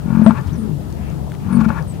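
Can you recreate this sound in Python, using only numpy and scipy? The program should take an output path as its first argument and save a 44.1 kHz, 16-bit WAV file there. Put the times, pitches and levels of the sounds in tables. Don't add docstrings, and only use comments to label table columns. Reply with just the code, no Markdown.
import sys
import numpy as np
from scipy import signal
from scipy.io import wavfile

SR = 44100
rng = np.random.default_rng(int(sys.argv[2]) if len(sys.argv) > 2 else 0)


def convert_level_to_amplitude(level_db):
    exponent = np.asarray(level_db, float) / 20
    return 10 ** exponent


def to_wav(s):
    ch = np.atleast_2d(s).T
    pcm = np.round(np.clip(ch, -1, 1) * 32767)
    wavfile.write(sys.argv[1], SR, pcm.astype(np.int16))


N = 88200


def rms_one(x):
    return x / np.sqrt(np.mean(x ** 2) + 1e-20)


def in_time(rows):
    s, *columns = np.transpose(rows)
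    return [np.interp(np.arange(N) / SR, s, c) for c in columns]


def at_hz(points, hz):
    table_hz, value = np.array(points).T
    return np.interp(np.log(hz), np.log(table_hz + 1), value)


def drift(rate_hz):
    r = np.exp(-80 * np.pi * rate_hz / SR)
    slow = signal.lfilter([1], [1, -2 * r, r * r], rng.standard_normal(N // 40 + 2002))[2000:]
    return np.interp(np.arange(N) / 40, np.arange(len(slow)), rms_one(slow))


def turning(hz):
    return 2 * np.pi * np.cumsum(hz) / SR


def since(start_s):
    t = np.arange(N) / SR - start_s
    return np.maximum(t, 0), t >= 0


def hump(t, length_s):
    return np.sin(np.pi * np.clip(t / length_s, 0, 1))


def butter(x, order, hz, kind="low"):
    return signal.sosfilt(signal.butter(order, hz, kind, fs=SR, output="sos"), x + 1e-18)


def tract(x, peaks):
    out = 0
    for k, (hz, width_hz, level_db) in enumerate(peaks):
        r = np.exp(-np.pi * width_hz / SR)
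        poles = [1, -2 * r * np.cos(2 * np.pi * hz / SR), r * r]
        out = out + (-1) ** k * convert_level_to_amplitude(level_db) * signal.lfilter([1 - r, 0, r - 1], poles, x + 1e-18)
    return out


def pan(x, left_right_db):
    return np.array([x, x * convert_level_to_amplitude(-left_right_db)])


CHEST_HZ, CHEST_T60_S = 172, 0.07
OPEN_DROP, OPEN_S = 0.16, 0.005
SHUT_S, CRACK_T60_S, CRACK_LAG_S = 0.006, 0.007, 0.0011


def pulse(start_s, level_db, throat_hz, t60_s, held_s, crack_db, rise_s, chest_db):
    t, on = since(start_s)
    shut = np.sin(np.pi / 2 * np.clip((held_s - t) / SHUT_S + 1, 0, 1)) ** 2
    opened_t = t - OPEN_DROP * OPEN_S * (1 - np.exp(-t / OPEN_S))
    throat = np.sin(2 * np.pi * throat_hz * opened_t) * convert_level_to_amplitude(-60 * t / t60_s)
    chest = convert_level_to_amplitude(chest_db - 60 * t / CHEST_T60_S) * np.sin(2 * np.pi * CHEST_HZ * t)
    ring = convert_level_to_amplitude(level_db) * on * shut * (throat + chest) * (1 - np.exp(-t / rise_s))
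    late_t, struck = since(start_s + CRACK_LAG_S)
    rough = 0.51 + 0.37 * rng.standard_normal(N)
    return ring, struck * convert_level_to_amplitude(crack_db - 60 * late_t / CRACK_T60_S) * rough


# start_s, period_s, pulse_count, peak_db, throat_hz
GRUNTS = [
    (.0566, .0226, 8, 2.8, 222),
    (1.4613, .0213, 8, 3, 230),
]
# start_s, level_db, held_s, crack_db, left_right_db
CLOSERS = [
    (.2518, -8, 0.0024, -26, 10),
    (0.2613, 10.5, 0.033, 8.5, 15.5),
    (0.3053, -4.5, 0.032, 3, 17),
    (1.6608, -1, 0.0304, -8, 15),
    (1.7008, -9.5, 0.047, 4.5, 19),
]
CLOSER_T60_S = [0.089, 0.29, 0.27, 0.22, 0.093]
# centre_hz, width_hz, level_db
MOUTH = [(561, 20, -4.5), (882, 70, 1.5), (1125, 174, -1.5), (1418, 89, -0.5), (1670, 150, -9.5),
         (2287, 87, -11.5), (2567, 150, -16.5), (4500, 6100, -39)]
# time_s, level_db
BREATH_ONE = [(0, -48), (.09, -30), (0.158, -23.5), (.24, -26), (0.298, -17.5), (0.329, -28),
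              (0.377, -15.5), (.42, -37.5), (.55, -35.5)]
# time_s, level_db
BREATH_TWO = [(1.5, -25.5), (1.595, -24.5), (1.612, -15.5), (1.629, -30), (1.652, -17), (1.673, -38),
              (1.688, -20), (1.784, -22), (1.832, -36)]
PEAK_AT, SWELL_DB_PER_S, SAG_HZ_PER_S = [0.99, 0.72], [62, 125], [20, 190]
LAST_HELD_PERIODS, LAST_LATE_S = [1.15, 1.6], [0.0007, 0.0016]
RING_GROWTH, CHEST_DB = [3.0, 1.4], [-7, -14]
FADE_DB_PER_S, OPEN_SHARE, RISE_S = 130, 0.72, 0.001
RING_START_S, RING_END_S, BODY_BAND_HZ = 0.06, 0.22, (90, 300)
PULSE_CRACK_DB, BULL_PAN_DB = -11, 15.5
PUFF_DB, PUFF_T60_S, PUFF_FROM = -25, 0.068, 2
FLUTTER_DB, FLUTTER_HZ = 2, 40
CLOSER_HZ, CRACK_CUT_HZ, CLOSER_CHEST_DB = 221.5, 1900, [-9, -16, -10, -16, 2]


def bull():
    body, air = np.zeros((2, N)), np.zeros((2, N))
    per_grunt = zip(GRUNTS, SWELL_DB_PER_S, PEAK_AT, LAST_HELD_PERIODS, LAST_LATE_S, SAG_HZ_PER_S,
                    RING_GROWTH, CHEST_DB)
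    for (first_s, period_s, count, peak_db, hz), swell, peak_at, last, late_s, sag, growth, chest_db in per_grunt:
        for k in range(int(count)):
            share = k / (count - 1)
            is_last = share == 1
            past_s = (share - peak_at) * period_s * (count - 1)
            level_db = peak_db + min(swell * past_s, -FADE_DB_PER_S * past_s)
            t60_s = RING_START_S + (RING_END_S - RING_START_S) * share ** growth
            held_s = period_s * (last if is_last else OPEN_SHARE)
            puffs = k >= PUFF_FROM
            crack_db = PULSE_CRACK_DB - 90 * (not puffs)
            start_s = first_s + k * period_s
            ring, crack = pulse(start_s + late_s * is_last, level_db, hz - sag * abs(past_s),
                                t60_s, held_s, crack_db, RISE_S, chest_db)
            t, on = since(start_s + CRACK_LAG_S)
            puff = puffs * on * convert_level_to_amplitude(PUFF_DB - 60 * t / PUFF_T60_S) * rng.standard_normal(N)
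            body += pan(ring, BULL_PAN_DB)
            air += pan(crack + puff, BULL_PAN_DB)
    for row, t60_s, chest_db in zip(CLOSERS, CLOSER_T60_S, CLOSER_CHEST_DB):
        start_s, level_db, held_s, crack_db, left_right_db = row
        ring, crack = pulse(start_s, level_db, CLOSER_HZ, t60_s, held_s, crack_db, RISE_S / 2, chest_db)
        body += pan(ring, left_right_db)
        air += pan(butter(crack, 4, CRACK_CUT_HZ), left_right_db)
    between = [(.7, -97), (1.3, -90), (1.45, -43)]
    breath_db, = in_time([(-1, -90)] + BREATH_ONE + between + BREATH_TWO + [(1.9, -73)])
    breath = convert_level_to_amplitude(breath_db + FLUTTER_DB * drift(FLUTTER_HZ)) * rng.standard_normal(N)
    air += pan(breath, BULL_PAN_DB)
    return butter(body, 1, BODY_BAND_HZ, "band") + convert_level_to_amplitude(10.5) * tract(air, MOUTH)


# start_s, length_s, centre_hz, level_db
NOSE = [
    (0.302, 0.023, 850, -28.5),
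    (0.373, 0.028, 1750, -32.5),
    (1.681, 0.021, 897, -22.5),
    (1.763, 0.049, 1720, -30),
]
NOSE_WIDTH_HZ = 55


def nose():
    out = np.zeros(N)
    for start_s, length_s, hz, level_db in NOSE:
        t, on = since(start_s)
        blow = on * hump(t, length_s) * rng.standard_normal(N)
        ring = tract(blow, [(hz, NOSE_WIDTH_HZ, 0)])
        out += convert_level_to_amplitude(level_db) * ring / np.abs(ring).max() * 2
    return pan(out, BULL_PAN_DB)


# time_s, pulse_hz, level_db, throat_hz
GROWL = [(.36, 48, -19.5, 160), (0.449, 46.17, -19.5, 145), (0.491, 40.75, -16, 77),
         (0.564, 58.83, -18, 225), (0.649, 52.35, -14.5, 208), (.735, 51.4, -13.5, 155),
         (0.793, 42.1, -22.5, 132), (.86, 44.5, -37, 218), (.93, 42.3, -54, 201)]
GROWL_JITTER, GROWL_GAIN_DB, GROWL_PAN_DB = 0.01, 0.5, 19
FAR_WIDTH_HZ, FAR_LOW_HZ, FAR_LOW_DB, FAR_HIGH_DB = 21.5, 104, -12, -17


def far_bull():
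    first, last = GROWL[0], GROWL[-1]
    before, after = (.3, first[1], -73, first[3]), (0.81, last[1], -105, last[3])
    rate_hz, level_db, throat_hz = in_time([before] + GROWL + [after])
    phase = turning(rate_hz * (1 + GROWL_JITTER * drift(13)))
    peaks = [(throat_hz, 0), (FAR_LOW_HZ, FAR_LOW_DB), (2 * throat_hz, FAR_HIGH_DB)]
    out = 0
    for k in range(1, 11):
        lift = sum(convert_level_to_amplitude(db) / (1 + ((k * rate_hz - hz) / FAR_WIDTH_HZ) ** 2) for hz, db in peaks)
        out = out + lift * convert_level_to_amplitude(drift(5)) * np.sin(k * phase)
    return pan(convert_level_to_amplitude(level_db + GROWL_GAIN_DB) * out, GROWL_PAN_DB)


# start_s, length_s, start_hz, end_hz, level_db
HERD_GRUNTS = [(1.3, .07, 186, 130, -23), (.43, .06, 110, 135, -32), (1.1, 0.033, 120, 95, -17),
               (1.046, 0.049, 160, 120, -30), (1.094, 0.2, 196, 203, -29), (1.261, 0.072, 160, 133, -21.5),
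               (1.26, 0.1, 150, 155, -29), (1.773, 0.068, 160, 142, -21.5), (1.442, 0.054, 100, 89, -19)]
# start_s, length_s, pitch_hz, level_db
SEEPS = [
    (1.548, 0.033, 4500, -44.5),
    (1.587, 0.057, 6800, -51),
    (1.636, .02, 10900, -50),
]


def herd_grunts():
    out = np.zeros(N)
    steady = [(start_s, length_s, hz, hz, level_db) for start_s, length_s, hz, level_db in SEEPS]
    for start_s, length_s, start_hz, end_hz, level_db in HERD_GRUNTS + steady:
        t, on = since(start_s)
        phase = turning(start_hz + (end_hz - start_hz) * np.clip(t / length_s, 0, 1))
        out += convert_level_to_amplitude(level_db + 1.8 * drift(40)) * on * hump(t, length_s) * np.sin(phase)
    return pan(out, 13.5)


# start_s, length_s, start_hz, end_hz, level_db
CHIPS = [
    (0.236, 0.071, 9740, 8000, -40.5),
    (0.562, 0.082, 11500, 8880, -47.5),
    (1.516, 0.065, 10500, 8530, -39.5),
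    (1.871, 0.062, 9020, 7660, -40.5),
]
# time_s, pitch_hz, level_db
WHISTLE = [(.49, 2870, -50), (0.516, 4550, -55), (.535, 6020, -47.5), (0.552, 5980, -50.5),
           (0.565, 5530, -47)]
GLIDE_S, END_FALL = [0.012, 0.01, 0.0074, 0.0095], [0.35, 0.03, 0.34, 0.4]
UPPER_RATIO, UPPER_DB, CHIP_PAN_DB, WHISTLE_TRILL_HZ = 1.085, -6, 14, 83


def birds():
    out = np.zeros(N)
    for (start_s, length_s, start_hz, end_hz, level_db), glide_s, end_fall in zip(CHIPS, GLIDE_S, END_FALL):
        t, on = since(start_s)
        opening = (1 - end_fall) * np.exp(-t / glide_s)
        ending = end_fall * (1 - np.minimum(t / length_s, 1) ** 1.7)
        phase = turning(end_hz + (start_hz - end_hz) * (opening + ending))
        shape = on * np.maximum(hump(t, length_s), 0) ** 0.52 * convert_level_to_amplitude(level_db + 2.8 * drift(160))
        out += shape * (np.sin(phase) + convert_level_to_amplitude(UPPER_DB) * np.sin(UPPER_RATIO * phase))
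    before, after = (.48, WHISTLE[0][1], -100), (.572, WHISTLE[-1][1], -100)
    hz, level_db = in_time([before] + WHISTLE + [after])
    trill_db = 5 * np.sin(2 * np.pi * WHISTLE_TRILL_HZ * np.arange(N) / SR) + 3 * drift(69)
    out += convert_level_to_amplitude(level_db + trill_db) * np.sin(turning(hz * (1 + .06 * drift(150))))
    return pan(out, CHIP_PAN_DB)


# start_s, level_db, centre_hz
TICKS = [(.412, -37, 4950), (0.472, -38, 4930), (.587, -36, 3500), (0.903, -41, 6500), (0.926, -32.5, 5000),
         (1.101, -39, 6650), (1.127, -44.5, 6000), (1.257, -35, 1400), (1.272, -36, 1485),
         (1.301, -42, 5280), (1.319, -20, 1470), (1.324, -49, 4500), (1.341, -23, 1300),
         (1.35, -27.5, 2200), (1.531, -33, 4020), (1.613, -38.5, 4500), (1.651, -34, 4930),
         (1.804, -48, 4960), (1.825, -37, 5000)]
# start_s, length_s, level_db
RUSTLES = [
    (0.44, 0.081, -46),
    (1.04, 0.18, -55),
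    (1.282, 0.086, -47),
    (1.594, .03, -42.5),
    (1.931, 0.032, -45),
]
TICK_S, RUSTLE_HZ = 0.0033, (400, 2500)


def grass():
    out = np.zeros(N)
    for start_s, level_db, hz in TICKS:
        t, on = since(start_s)
        snap = on * convert_level_to_amplitude(level_db + 7 - 60 * t / TICK_S / 3) * rng.standard_normal(N)
        out += tract(snap, [(hz, hz * 0.35, 0)])
    grains = rng.standard_normal(N) * convert_level_to_amplitude(2.5 * np.clip(drift(120), -1.5, 1.5))
    grains = rms_one(butter(grains, 1, RUSTLE_HZ, "band"))
    for start_s, length_s, level_db in RUSTLES:
        t, on = since(start_s)
        out += convert_level_to_amplitude(level_db) * on * hump(t, length_s) * grains
    return pan(out, 10)


# cycle_multiple, right_rms_db, left_right_db
ORDERS = [(6, -63, -13), (9, -72, 9.5), (12, -43, 10), (15, -50.5, 12.5), (17, -61.5, -2), (18, -46, 8.5),
          (19, -43, -13), (22, -51, 12), (23, -39.5, 6), (24, -48, 14), (26, -53.5, 10), (27, -52, -28),
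          (28, -38, 9.5), (29, -41, 2), (33, -40.5, -6.5), (35, -40, -6.5), (36, -46.5, -18.5),
          (42, -57, 7.5), (55, -56.5, -7.5), (68.38, -50, 2), (66.23, -53, -0.5), (75.44, -55.5, 7)]
CYCLE_HZ, CYCLE_WANDER, CYCLE_START_S = 5.833, 0.004, 0.1
SPREAD_RAD, LEFT_LAG_RAD, ENGINE_WOBBLE_DB = 0.007, 1.44, 4


def engine():
    cycle = turning(CYCLE_HZ * (1 + CYCLE_WANDER * drift(0.77))) - 2 * np.pi * CYCLE_HZ * CYCLE_START_S
    family_rad, out = rng.uniform(0, 2 * np.pi, 6), 0
    for order, level_db, left_right_db in ORDERS:
        whole = round(order)
        phase = whole * cycle - SPREAD_RAD * (whole - 24) ** 2 + family_rad[whole % 6]
        pair = np.array([convert_level_to_amplitude(left_right_db) * np.sin(phase - LEFT_LAG_RAD), np.sin(phase)])
        out = out + convert_level_to_amplitude(level_db + 2.5 + ENGINE_WOBBLE_DB * drift(2.6)) * pair
    return out


# centre_hz, left_right_db
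TILT = [(60, 12.5), (180, 13), (550, 10), (1650, 8), (4970, 3), (15000, 4.5)]
# centre_hz, likeness [-1..1]
LIKENESS = [(30, 0.54), (70, 0.067), (150, 0.057), (500, 0.086), (2000, 0.033), (12000, 0.01)]
HERD_PATCH_DB = 3


def banded_noise(spectrum):
    out, edges_hz = 0, 21 * 2 ** np.arange(0, 9.8, .5)
    white = rng.standard_normal((2, 2, N + 8192))
    for k, (low_hz, high_hz) in enumerate(zip(edges_hz, edges_hz[1:])):
        mid, side = butter(white[k % 2], 2, [low_hz, high_hz], "band")[:, -N:]
        hz = np.sqrt(low_hz * high_hz)
        alike = np.clip(at_hz(LIKENESS, hz), -1, 1)
        inside = spectrum[0][0] <= hz <= spectrum[-1][0]
        flicker_db = HERD_PATCH_DB * (hz < 2500) * drift(5.1)
        gain = inside * convert_level_to_amplitude(at_hz(spectrum, hz) + flicker_db)
        pair = np.sqrt(1 + alike) * mid + np.sqrt(1 - alike) * side * [[1], [-1]]
        out = out + gain * pair * convert_level_to_amplitude([[0], [-at_hz(TILT, hz)]])
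    return out / np.std(out[0])


# centre_hz, density_db [dB per Hz]
HERD = [(12, -53), (20, -19), (70, 1), (129, -3), (209, -1.5), (237, -2.5), (318, -13), (736, -18),
        (3000, -39.5), (3900, -126), (6600, -120)]
# time_s, level_db
STIR = [(0, -1.5), (.35, 4), (.55, 0.5), (.8, 0.4), (.95, -1.2), (1.07, 3), (1.17, -0.5), (1.3, -1),
        (1.45, 0.7), (1.7, 4.1), (1.88, 0.5), (2, -0.5)]
HERD_DB = -26


def herd_rumble():
    return convert_level_to_amplitude(HERD_DB + in_time(STIR)[0]) * banded_noise(HERD)


# centre_hz, density_db [dB per Hz]
AIR = [(1470, -52), (2500, 2), (5660, -2.5), (7280, -3.5), (15100, -4.5), (16400, -14)]
AIR_DB = -49.5


def meadow_air():
    return convert_level_to_amplitude(AIR_DB) * banded_noise(AIR)


def scene():
    animals = bull() + nose() + far_bull() + herd_grunts() + birds()
    return animals + grass() + engine() + herd_rumble() + meadow_air()


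def band_limit(x):
    return signal.sosfilt(signal.butter(12, 16500, fs=SR, output="sos"), x)


def record(dry):
    top_cut = signal.cheby2(10, 50, 16850, fs=SR, output="sos")
    cut = signal.sosfilt(top_cut, np.clip(dry, -1, 1))
    return band_limit(np.clip(cut, -1, 1))


dry = scene()
out = record(dry)
to_wav(out)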